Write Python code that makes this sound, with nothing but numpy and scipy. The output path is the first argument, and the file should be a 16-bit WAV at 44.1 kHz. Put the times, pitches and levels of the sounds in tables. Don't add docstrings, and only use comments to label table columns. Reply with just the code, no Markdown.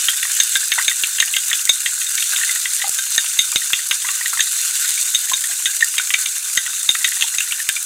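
import sys
import numpy as np
from scipy import signal
from scipy.io import wavfile
from scipy.ndimage import uniform_filter1d

SR = 44100
rng = np.random.default_rng(int(sys.argv[2]) if len(sys.argv) > 2 else 0)


def amplitude_ratio(level_db):
    exponent = np.asarray(level_db, float) / 20
    return 10 ** exponent


def put_to_file(sound):
    columns = np.atleast_2d(sound).T
    safe = np.clip(columns, -1, 1)
    whole_steps = np.round(safe * 32767)
    wavfile.write(sys.argv[1], SR, whole_steps.astype(np.int16))


N = 346185

# time in seconds, level in dB.
FRY_LEVEL = [(0.0, -20), (1.38, -22), (1.94, -22), (2.58, -20), (3.0, -22), (3.52, -22), (3.96, -22),
             (4.6, -21), (4.91, -19), (5.1, -21.5), (5.55, -22.5), (6.34, -22), (6.6, -23), (7.15, -22),
             (7.48, -23), (7.85, -24.5)]
# frequency in Hz, level in dB per Hz.
PAN_COLOUR = [(24, -90), (40, -37.5), (742, -36), (1160, -21), (1570, -10), (2220, -13), (2790, -8),
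              (3240, -13), (3670, -10.5), (5330, -6.5), (6350, 3), (7750, 10), (11800, -10.5), (13800, -10),
              (15600, -17)]
# frequency in Hz, width in Hz, boost in dB.
PAN_RESONANCES = [(1494, 92, 11), (2740, 87, 2), (3600, 190, 9.5), (4166, 230, 6), (4850, 61, 4.5),
                  (5410, 150, -4.5), (6600, 880, -0.5), (7770, 2320, -8)]
# frequency in Hz, time to fade by 60 dB in seconds.
KITCHEN_FADE = [(500, 0.13), (2000, 0.11), (5000, 0.18), (12000, 0.016)]
# start in
# seconds, level in dB.
BIG_SPITS = [(3.517, -3), (4.81, -3), (4.94, -3), (6.55, -4), (.0533, -1), (.0942, 0), (.3167, -1),
             (.4334, -1), (.5671, -2), (1.0236, -3), (1.0695, -2), (1.2216, -3), (1.3628, -2), (1.506, -2),
             (1.6526, -1), (2.1525, -1), (2.37, -2), (2.5496, -3), (2.8928, 1), (4.114, -3), (4.7536, -2),
             (4.8893, -2), (5.012, 0), (5.2964, -2), (5.4071, -2), (5.7648, -2), (5.8441, 0), (7.3467, -3),
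             (7.4041, -3), (7.6889, 0)]
SMALL_SPITS = [.3651, .8954, 1.2012, 1.482, 1.6127, 1.6921, 1.8038, 2.0438, 2.4468, 2.9442, 2.9916, 3.1782,
               3.3902, 4.1051, 4.2792, 4.5286, 4.5875, 5.1472, 5.255, 5.3148, 5.4395, 5.7473, 5.9813,
               6.0721, 6.1893, 6.573, 6.8289, 7.0748, 7.427, 7.8271]
# start in seconds, level in dB, pitch in Hz.
STRAND_SNAPS = [(0.1336, -17, 1840), (0.2516, -12, 1870), (0.2974, -17, 1590), (0.3884, -15, 1620),
                (1.278, -14.5, 2810), (1.8043, -20, 2780), (2.2952, -22, 1490), (2.3286, -16, 1530),
                (2.3855, -19, 1920), (2.4758, -19, 2000), (2.5576, -13.5, 1850), (2.6275, -29, 1880),
                (2.7995, -17, 1880), (2.8404, -14, 1980), (3.0645, -16, 2760), (3.243, -17, 2620),
                (3.3692, -19.5, 2630), (3.526, -18, 2360), (3.7028, -16.5, 1560), (4.0867, -12, 2660),
                (4.53, -21, 2820), (4.587, -25, 1480), (5.511, -17, 1580), (5.5174, -19, 1910),
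                (5.7473, -29, 1660), (5.7648, -22, 2800), (5.941, -21, 1920), (5.9683, -17, 3160),
                (6.1045, -10, 1950), (6.6765, -16, 1450), (6.696, -23, 1500), (6.7311, -20, 2640),
                (7.01, -22, 1900), (7.0174, -19, 1950), (7.1685, -18, 1880), (7.2789, -18, 2770),
                (7.3407, -16.5, 1960), (7.4739, -21, 1900), (7.5929, -19, 1810)]
# start in seconds, level in dB, pitch in Hz.
SLOSHES = [(6.141, -12, 2000), (.796, -22, 1480), (6.577, -21.5, 1660), (1.531, -12, 3420),
           (0.63, -24.5, 1660), (0.7848, -10.5, 1885), (.8125, -20, 1910), (0.913, -14.5, 1930),
           (1.2247, -10.5, 1910), (1.3348, -26, 2010), (1.3458, -20, 2200), (1.513, -14, 1900),
           (1.673, -22, 1980), (2.334, -21, 1590), (2.4927, -15.5, 1990), (0.0842, -7.5, 3170),
           (3.6173, -20, 1910), (3.7896, -23, 1880), (4.047, -20, 1920), (4.2113, -18.5, 1920),
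           (4.33, -21, 1420), (4.373, -17, 1910), (4.393, -13, 1820), (4.8493, -25, 1740),
           (4.976, -21, 2300), (5.808, -18.5, 1930), (6.103, -30, 2080), (6.662, -19.5, 1890),
           (7.0804, -20.5, 1930), (7.1194, -23, 1750), (7.21, -28, 2020), (7.509, -20.5, 2300),
           (7.5247, -25, 1430), (7.599, -18, 1860)]
# start in seconds, level in dB, pitch in Hz,
# time to fade by 60 dB in seconds, rise in octaves per second.
GULPS = [(0.088, -6.5, 1340, 0.018, 11), (.252, -16, 1040, 0.022, 27), (0.78, -16, 855, 0.16, 30),
         (2.841, -18, 780, 0.069, 0.81), (2.873, -22.5, 777, 0.065, 1), (3.526, -21.5, 1190, 0.026, 8.8),
         (3.926, -24, 1140, 0.04, 7.8), (4.045, -27, 1013, 0.17, 8.7), (4.091, -26, 1058, 0.14, 4),
         (4.21, -20.5, 980, 0.016, 7), (4.331, -16.5, 1300, 0.061, 1.8), (4.372, -20.5, 1080, 0.024, 8),
         (4.53, -34, 1110, 0.033, 6.8), (5.316, -12.5, 1044, 0.054, 1.9), (5.497, -36, 710, 0.11, 1.3),
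         (5.601, -26, 1010, 0.024, 5), (5.667, -19, 1590, .2, 0.53), (5.997, -12, 1380, 0.051, 12),
         (6.105, -25.5, 1160, 0.034, 8.8), (6.73, -26, 1250, 0.042, 3.4), (6.95, -17, 1300, 0.035, 4.8),
         (7.241, -25, 904, 0.043, 2.1), (7.522, -25, 1040, 0.025, 6)]
# start in seconds, level in dB, pitch in Hz, length in seconds.
BIG_POCKET = (5.824, -1.5, 1830, .0072)
# start in seconds, level in dB.
JOLTS = [(.0845, -48), (.4, -45), (0.5546, -45), (1.5299, -46), (2.1523, -53), (2.361, -49), (2.657, -51),
         (5.824, -43.5), (6.189, -46.5), (6.95, -48), (7.223, -56), (0.719, -38), (0.8814, -37.5),
         (1.036, -39.5), (1.2031, -35), (1.3653, -42), (1.6926, -34.5), (1.8587, -45), (2.1779, -47),
         (2.893, -37.5), (3.178, -37.5), (3.389, -38.5), (3.5588, -28), (3.7333, -35), (3.91, -39),
         (4.405, -44), (5.147, -44), (5.2978, -47), (5.3333, -39.5), (5.657, -42), (5.982, -41),
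         (6.1386, -44), (6.573, -33), (6.8895, -47), (7.0434, -44), (7.3828, -50), (7.6887, -43)]
# frequency in Hz, level in dB.
TICK_COLOUR = [(300, 3), (900, -16.5), (1500, 10), (2500, -2), (3700, 18), (4600, 3), (7000, 2.5),
               (15000, -6)]
# frequency in Hz, level in dB, time to fade by 60 dB in seconds.
BOWL_DEEP = [(1586, -0.97, 0.1)]
BOWL_LOW = [(2270, -34, 0.012), (2740, 1, 0.019), (2857, -8, 0.021), (3286, 6, 0.008), (3630, -24, 0.19)]
BOWL_MID = [(3580, -2, .04), (3655, -9, .09), (3726, -4, .055), (3860, -9, .02)]
BOWL_HIGH = [(6320, -9, .04), (6400, -1, .028), (6480, -5, .03)]
# start in seconds,
# blow in dB, place on the bowl (low towards the wall, high towards the rim), egg slap in dB, slap pitch in Hz.
BEATING_STROKES = [(0.0836, -6.5, 0.4, -16, 1900), (.2279, -6, 1, -18.5, 1920),
                   (0.4, 0.5, -0.25, -15.5, 1720), (0.5545, -2, -0.5, -12, 1693),
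                   (0.7183, 2.5, 0.5, -14.5, 1830), (0.8806, 1, -0.5, -19, 1684),
                   (1.036, -0.5, 1.1, -21.5, 2300), (1.183, -8, 1.8, -20, 1840),
                   (1.2017, 2.5, 0.2, -20, 2500), (1.3658, 2, 1, -24.5, 1560), (1.53, 1, 0.8, -30, 1870),
                   (1.6923, 2.5, -0.5, -20, 1820), (1.8596, -3.5, 0.5, -14.5, 1900),
                   (2.015, -10, 0.4, -26, 1910), (2.178, -5.5, 1, -18, 2330), (2.223, -8.5, 1.3, -19, 3380),
                   (2.3618, -3.5, 0.2, -32, 1900), (2.411, -19, -0.5, -18, 1780),
                   (2.432, -21, 3.5, -15, 1830), (2.654, -18.5, 4.5, -11.5, 1935),
                   (2.8164, -10, -0.1, -15.5, 1920), (2.9863, -7.5, -0.5, -22, 1550),
                   (3.1787, -4, -1, -10.5, 1800),
                   (3.39, -0.5, -1.36, -20, 2090), (3.5588, 2, 0.2, -19, 2180), (3.7323, 4, 2.2, -15.5, 1985),
                 (3.911, 2.5, 1.6, -20, 1526), (4.085, -16, 3.5, -21, 1890), (4.2563, -14, 0, -14, 1910),
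                 (4.4051, -0.5, -0.3, -16, 1930), (5.1472, -1.5, -0.7, -41, 1990),
                 (5.334, -4, -1.16, -26.5, 1620), (5.439, -12, 0.5, -21, 1880),
                 (5.657, -3.5, -0.6, -19.5, 2000), (5.8067, -5, 0, -36, 1760), (5.981, -0.5, 0, -17, 2340),
                 (6.1389, 1.5, 0.7, -6.5, 2360), (6.258, -5.5, 0.3, -23, 2370),
                 (6.573, -0.5, -0.3, -9, 1940), (6.89, -2.5, -1, -33, 1600), (6.9492, -8, 0.1, -14, 1910),
                 (7.044, 2.5, 0.2, -12, 1980), (7.223, 1, 2, -30, 2100), (7.3834, -4, 0, -26, 2010),
                 (7.4034, -12, 2, -11, 2710), (7.6894, 0, 1, -16.5, 1697), (7.763, -13, 2.85, -18, 2350)]
# start in seconds, blow in dB, place on the bowl.
GRAZES = [(.5327, -20, 1.8), (.7936, -23, 2.5), (1.338, -16, 5), (1.5, -16, -1), (1.592, -23, 3),
          (2.0662, -17.5, -1.1), (2.2004, -16, -1.5), (3.2613, -13.5, 0.5), (4.019, -16.5, 1),
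          (4.3902, -14, -2), (5.2974, -14, 1.4), (6.105, -10, 2.2), (6.6644, -15.5, 2.2),
          (6.8016, -28.5, -2), (7.1197, -9, 0.42), (7.196, -16, -0.5), (7.21, -4.5, 0.5),
          (7.5224, -11, 2.3)]
STROKES = BEATING_STROKES

FRY_MEAN_DB, BODY_DB, BODY_SWING = -21.5, -21.5, 2.02
STEADY_BELOW_HZ = 800
LULL_DB, LULL_LEAD_S, LULL_S = -4.5, .012, 0.0039
TICKS_PER_S, TICKS_DB, TICKS_HZ = 60, -13.5, 9500
SMALL_SPIT_DB, SPIT_HZ, SPIT_SPREAD = -4.5, 7500, .06
SPIT_TILT_DB = 5
HOB_ECHO_S, HOB_ECHO_DB = .0022, -5
SLAP_LAG_S, SLAP_S = 0.001633, 0.0076
GULP_WAVER = .035
GRAZE_TICK_DB = 2
MID_DB, LOW_DB, HIGH_DB = -9.5, -11.5, -6
MID_DB_PER_PLACE, LOW_DB_PER_PLACE, HIGH_DB_PER_PLACE = -8, 4.5, -4.5
SECOND_STICK_DB, SECOND_STICK_S = -2.5, .003
DETUNE, RING_ROUGH = .005, .55


def evened(x):
    return x / np.sqrt(np.mean(x ** 2) + 1e-20)


def read(points, hz):
    f, value = np.transpose(points)
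    return np.interp(np.log(hz + 1), np.log(f + 1), value)


def add(mix, s, sound):
    part = mix[round(s * SR):][:len(sound)]
    part += sound[:len(part)]


def causal(db):
    log_gain = np.log(amplitude_ratio(np.maximum(np.r_[db, db[-2:0:-1]], -100)))
    return np.fft.ifft(np.exp(log_gain - 1j * signal.hilbert(log_gain).imag)).real[:len(db)]


def ring(modes, t, chance):
    out = 0
    for (hz, db, t60), c in zip(modes, chance):
        tuned = hz * (1 + DETUNE * np.sin(40 * c))
        out = out + amplitude_ratio(db + 2.04 * c - 60 * t / t60) * np.sin(2 * np.pi * tuned * t + 7 * c)
    return out


def blip(t, hz, t60, rise, swell):
    pitch = hz * 2 ** (rise * t)
    fade = amplitude_ratio(-60 * t / max(t60, .005))
    return np.sin(2 * np.pi * np.cumsum(pitch) / SR) * (1 - np.exp(-t / swell)) * fade


def kitchen(x):
    taps = np.zeros(SR // 2)
    at = np.arange(160, len(taps) - 20, 20)
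    taps[at + rng.integers(0, 20, len(at))] = rng.choice([-1., 1.], len(at))
    hz, t, z = signal.stft(taps, SR, nperseg=128)
    tail = signal.istft(z * amplitude_ratio(-60 * t / read(KITCHEN_FADE, hz)[:, None]), SR, nperseg=128)[1]
    return signal.fftconvolve(x, tail / np.linalg.norm(tail))[:N]


def pan_colour(hz):
    peaks = sum(db / (1 + (2 * (hz - f) / width) ** 2) for f, width, db in PAN_RESONANCES)
    return read(PAN_COLOUR, hz) + peaks


def lull(times):
    dip = 0
    for s, db, *_ in STROKES:
        firmness = 1 / (1 + amplitude_ratio(-db - 12))
        dip = dip + LULL_DB * firmness * np.exp(-((times - s + LULL_LEAD_S) / LULL_S) ** 2)
    return dip


def sizzle():
    clumps = evened(uniform_filter1d(rng.standard_normal(N), 250))
    crowding = amplitude_ratio(4.0 * clumps + 1.5 * evened(uniform_filter1d(clumps, 1200)))
    bursting = rng.random(N) < 2500 / SR * crowding
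    strength = amplitude_ratio(4.2 * np.minimum(rng.exponential(1, N), 4.3))
    crackle = bursting * rng.choice([-1, 1], N) * strength

    t = np.arange(60) / SR
    tones = np.geomspace(1500, 14000, num=12)
    which = rng.integers(0, len(tones), N)
    fizz = np.zeros(N)
    for k, hz in enumerate(tones):
        tone = np.sin(2 * np.pi * hz * t) * np.exp(-t * hz / 2.2)
        fizz += evened(signal.oaconvolve(crackle * (which == k), tone)[:N]) * np.sqrt(hz)

    hiss = amplitude_ratio(2.0 + 0.99 * evened(uniform_filter1d(clumps, 500))) * rng.standard_normal(N)
    raw = amplitude_ratio(-5.5) * evened(crackle) + amplitude_ratio(-5.5) * evened(fizz) + hiss
    hz, frames, z = signal.stft(raw, SR, nperseg=512)
    z = z / np.sqrt(uniform_filter1d((abs(z) ** 2).mean(1), 9))[:, None]

    fry_db = np.interp(frames, *np.transpose(FRY_LEVEL))
    high = (1 / (1 + (5200 / (hz + 1)) ** 8))[:, None]
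    swinging = 1 / (1 + (STEADY_BELOW_HZ / (hz[:, None] + 1)) ** 4)
    body_db = BODY_DB + lull(frames) + BODY_SWING * (fry_db - FRY_MEAN_DB) * swinging
    level_db = high * fry_db + (1 - high) * body_db
    patches = uniform_filter1d(uniform_filter1d(rng.standard_normal(z.shape), 5, 0), 8, 1)
    level_db = level_db + (1.2 + .9 * (1 - high)) * evened(patches)

    shape = amplitude_ratio(pan_colour(hz))[:, None]
    shape = shape / np.sqrt((shape ** 2).sum())
    return amplitude_ratio(-1.0) * signal.istft(z * shape * amplitude_ratio(level_db), SR, nperseg=512)[1][:N]


def ticks():
    t = np.arange(14) / SR
    strength = amplitude_ratio(4.5 * np.minimum(rng.exponential(1, N), 3))
    bursting = (rng.random(N) < TICKS_PER_S / SR) * strength
    fry_db = np.interp(np.arange(N) / SR, *np.transpose(FRY_LEVEL))
    busy = amplitude_ratio(1.5 * (fry_db - FRY_MEAN_DB))
    pinprick = np.sin(2 * np.pi * TICKS_HZ * t) * np.hanning(len(t))
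    return amplitude_ratio(TICKS_DB) * signal.oaconvolve(bursting * busy, pinprick)[:N]


def spits():
    out, t, f = np.zeros(N), np.arange(700) / SR, np.fft.rfftfreq(2048, 1 / SR)
    snap = causal(.6 * pan_colour(f) + SPIT_TILT_DB * np.log2(f / SPIT_HZ + .01))[:len(t)]
    snap /= abs(snap).max()
    drops = BIG_SPITS + [(s, SMALL_SPIT_DB) for s in SMALL_SPITS]
    for (s, db), c in zip(drops, rng.standard_normal((len(drops), len(t)))):
        hz = SPIT_HZ * (1 + SPIT_SPREAD * abs(c[0]))
        bright = np.sin(2 * np.pi * hz * t) * amplitude_ratio(-60 * t / .003)
        spray = evened(np.convolve(snap, c)[:len(t)]) * amplitude_ratio(-60 * t / .016)
        drop = snap + bright + amplitude_ratio(-14) * spray
        drop = drop / abs(drop).max()
        for lag, echo_db in (0, 0), (HOB_ECHO_S, HOB_ECHO_DB):
            add(out, s + lag + .001, amplitude_ratio(db + echo_db) * drop)
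    return signal.sosfilt(signal.butter(2, 1800, "highpass", fs=SR, output="sos"), out)


def froth():
    t, out = np.arange(500) / SR, np.zeros(N)
    for hz in np.geomspace(900, 3800, num=10):
        strength = amplitude_ratio(2.0 * np.minimum(rng.exponential(1, N), 3.5))
        popping = (rng.random(N) < 9 / SR) * strength
        pop = blip(t, hz, 0.013, rise=11, swell=0.00016)
        out += signal.oaconvolve(popping, pop)[:N] * amplitude_ratio(read(PAN_COLOUR, hz))
    return amplitude_ratio(-17.5) * out


def wet_ticks():
    out, t = np.zeros(N), np.arange(1200) / SR
    wet = signal.butter(2, [1000, 3900], "bandpass", fs=SR, output="sos")
    for (s, db, hz), c in zip(STRAND_SNAPS, rng.standard_normal((len(STRAND_SNAPS), len(t)))):
        splash = signal.sosfilt(wet, c * amplitude_ratio(1.5 - 60 * t / 0.029))
        add(out, s, amplitude_ratio(db - 4) * (splash + blip(t, hz, 0.037, rise=6.6, swell=0.00068)))
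    return out


def gulps():
    out, t = np.zeros(N), np.arange(5000) / SR
    for (s, db, hz, t60, rise), c in zip(GULPS, rng.standard_normal((len(GULPS), len(t)))):
        wobble = 1 + .35 * evened(uniform_filter1d(uniform_filter1d(c, 150), 150))
        wavering_hz = hz * (1 + GULP_WAVER * evened(uniform_filter1d(c[::-1], 200)))
        tone = blip(t, wavering_hz, t60, rise, swell=0.00042)
        overtone = amplitude_ratio(0.24 * rise - 2) * blip(t, 1.6 * hz, 0.28 * t60, 1.1 * rise, swell=0.00048)
        add(out, s, amplitude_ratio(db - 2.5) * wobble * (tone + overtone))
    return out


def squeeze():
    out, t = np.zeros(N), np.arange(3000) / SR
    s, db, hz, length = BIG_POCKET
    held = 1 / (1 + (t / length) ** 14) + amplitude_ratio(-11 - 60 * t / .07)
    add(out, s, amplitude_ratio(db) * held * blip(t, hz, .3, rise=1.5, swell=.0018))
    return out


def slaps():
    out, t = np.zeros(N), np.arange(5000) / SR
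    wet = signal.butter(4, [1300, 3400], "bandpass", fs=SR, output="sos")
    deep_hz = BOWL_DEEP[0][0]
    pockets = [(s + SLAP_LAG_S, db, hz) for s, _, _, db, hz in STROKES] + SLOSHES
    held = 1 / (1 + (t / SLAP_S) ** 6.0)
    for (s, db, hz), c in zip(pockets, rng.standard_normal((len(pockets), len(t)))):
        wobble = 1 + .2 * evened(uniform_filter1d(c, 120))
        wavering_hz = hz * (1 + GULP_WAVER * evened(uniform_filter1d(c[::-1], 90)))
        tone = wobble * held * blip(t, wavering_hz, 0.078, rise=0.97, swell=0.00091)
        splash = signal.sosfilt(wet, c * amplitude_ratio(-0.5 - 60 * t / 0.037))
        near_deep = 1 / (1 + ((hz - deep_hz) / 120) ** 2)
        add(out, s, amplitude_ratio(db + 2.0) * (tone + splash + near_deep * ring(BOWL_DEEP, t, [0])))
    return out


def thuds():
    out, push = np.zeros(N), np.hanning(40)
    for s, db in JOLTS:
        add(out, s + 0.0013, amplitude_ratio(db + 11.5) * push)
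    return out


def bowl():
    out, t = np.zeros(N), np.arange(9000) / SR
    clack_t = t[:2000]
    tick = causal(read(TICK_COLOUR, np.fft.rfftfreq(2048, 1 / SR)))
    tick /= abs(tick).max()
    hits = [(*row[:3], 0) for row in STROKES] + [(*row, GRAZE_TICK_DB) for row in GRAZES]
    for (s, db, place, tick_db), c in zip(hits, rng.uniform(-0.9154, 1, (len(hits), 409))):
        scrape = np.r_[1, .4 * c[10:] * np.exp(-np.arange(399) / 90.)]
        add(out, s, amplitude_ratio(db + tick_db - 3.5) * np.convolve(tick, scrape))

        modes = amplitude_ratio(MID_DB + MID_DB_PER_PLACE * place) * ring(BOWL_MID, t, c)
        modes += amplitude_ratio(LOW_DB + LOW_DB_PER_PLACE * place) * ring(BOWL_LOW, t, c[3:])
        modes += amplitude_ratio(HIGH_DB + HIGH_DB_PER_PLACE * place) * ring(BOWL_HIGH, t, c[8:])
        rough = 1 + RING_ROUGH * np.interp(t, np.arange(100) * .0025, 1.7 * c[100:200])
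        add(out, s, amplitude_ratio(db) * rough * modes * (1 - np.exp(-t / 0.0017)))

        second_lag = SECOND_STICK_S * (1.4 + c[11])
        for lag, stick_db, u in (0, 0, c[12:]), (second_lag, SECOND_STICK_DB, c[40:]):
            wood = [(2700 + 1000 * v, 0, .018) for v in u[:6]]
            clack = ring(wood, clack_t, u[8:]) * (1 - np.exp(-clack_t / 0.00067))
            add(out, s + lag, amplitude_ratio(db + tick_db + stick_db - 15) * clack)
    return out


def scene():
    thin = signal.butter(3, 620, "highpass", fs=SR, output="sos")
    egg = slaps() + gulps() + squeeze() + froth() + wet_ticks()
    near = signal.sosfilt(thin, bowl() + egg + spits() + ticks())
    return (near + amplitude_ratio(-13.5) * kitchen(near) + thuds() + sizzle())[None]


def low_pass(x):
    return signal.sosfilt(signal.butter(12, 15740, fs=SR, output="sos"), x)


def record(dry):
    knee, top = .75, 1.0
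    over = np.maximum(abs(dry) - knee, 0)
    squashed = dry - np.sign(dry) * (over - (top - knee) * np.tanh(over / (top - knee)))
    hissing = squashed + amplitude_ratio(-56.5) * rng.standard_normal(dry.shape)
    limited = signal.oaconvolve(hissing, signal.firwin(401, 15900, fs=SR)[None], "same")
    return low_pass(limited)


dry = scene()
out = record(dry)
put_to_file(out)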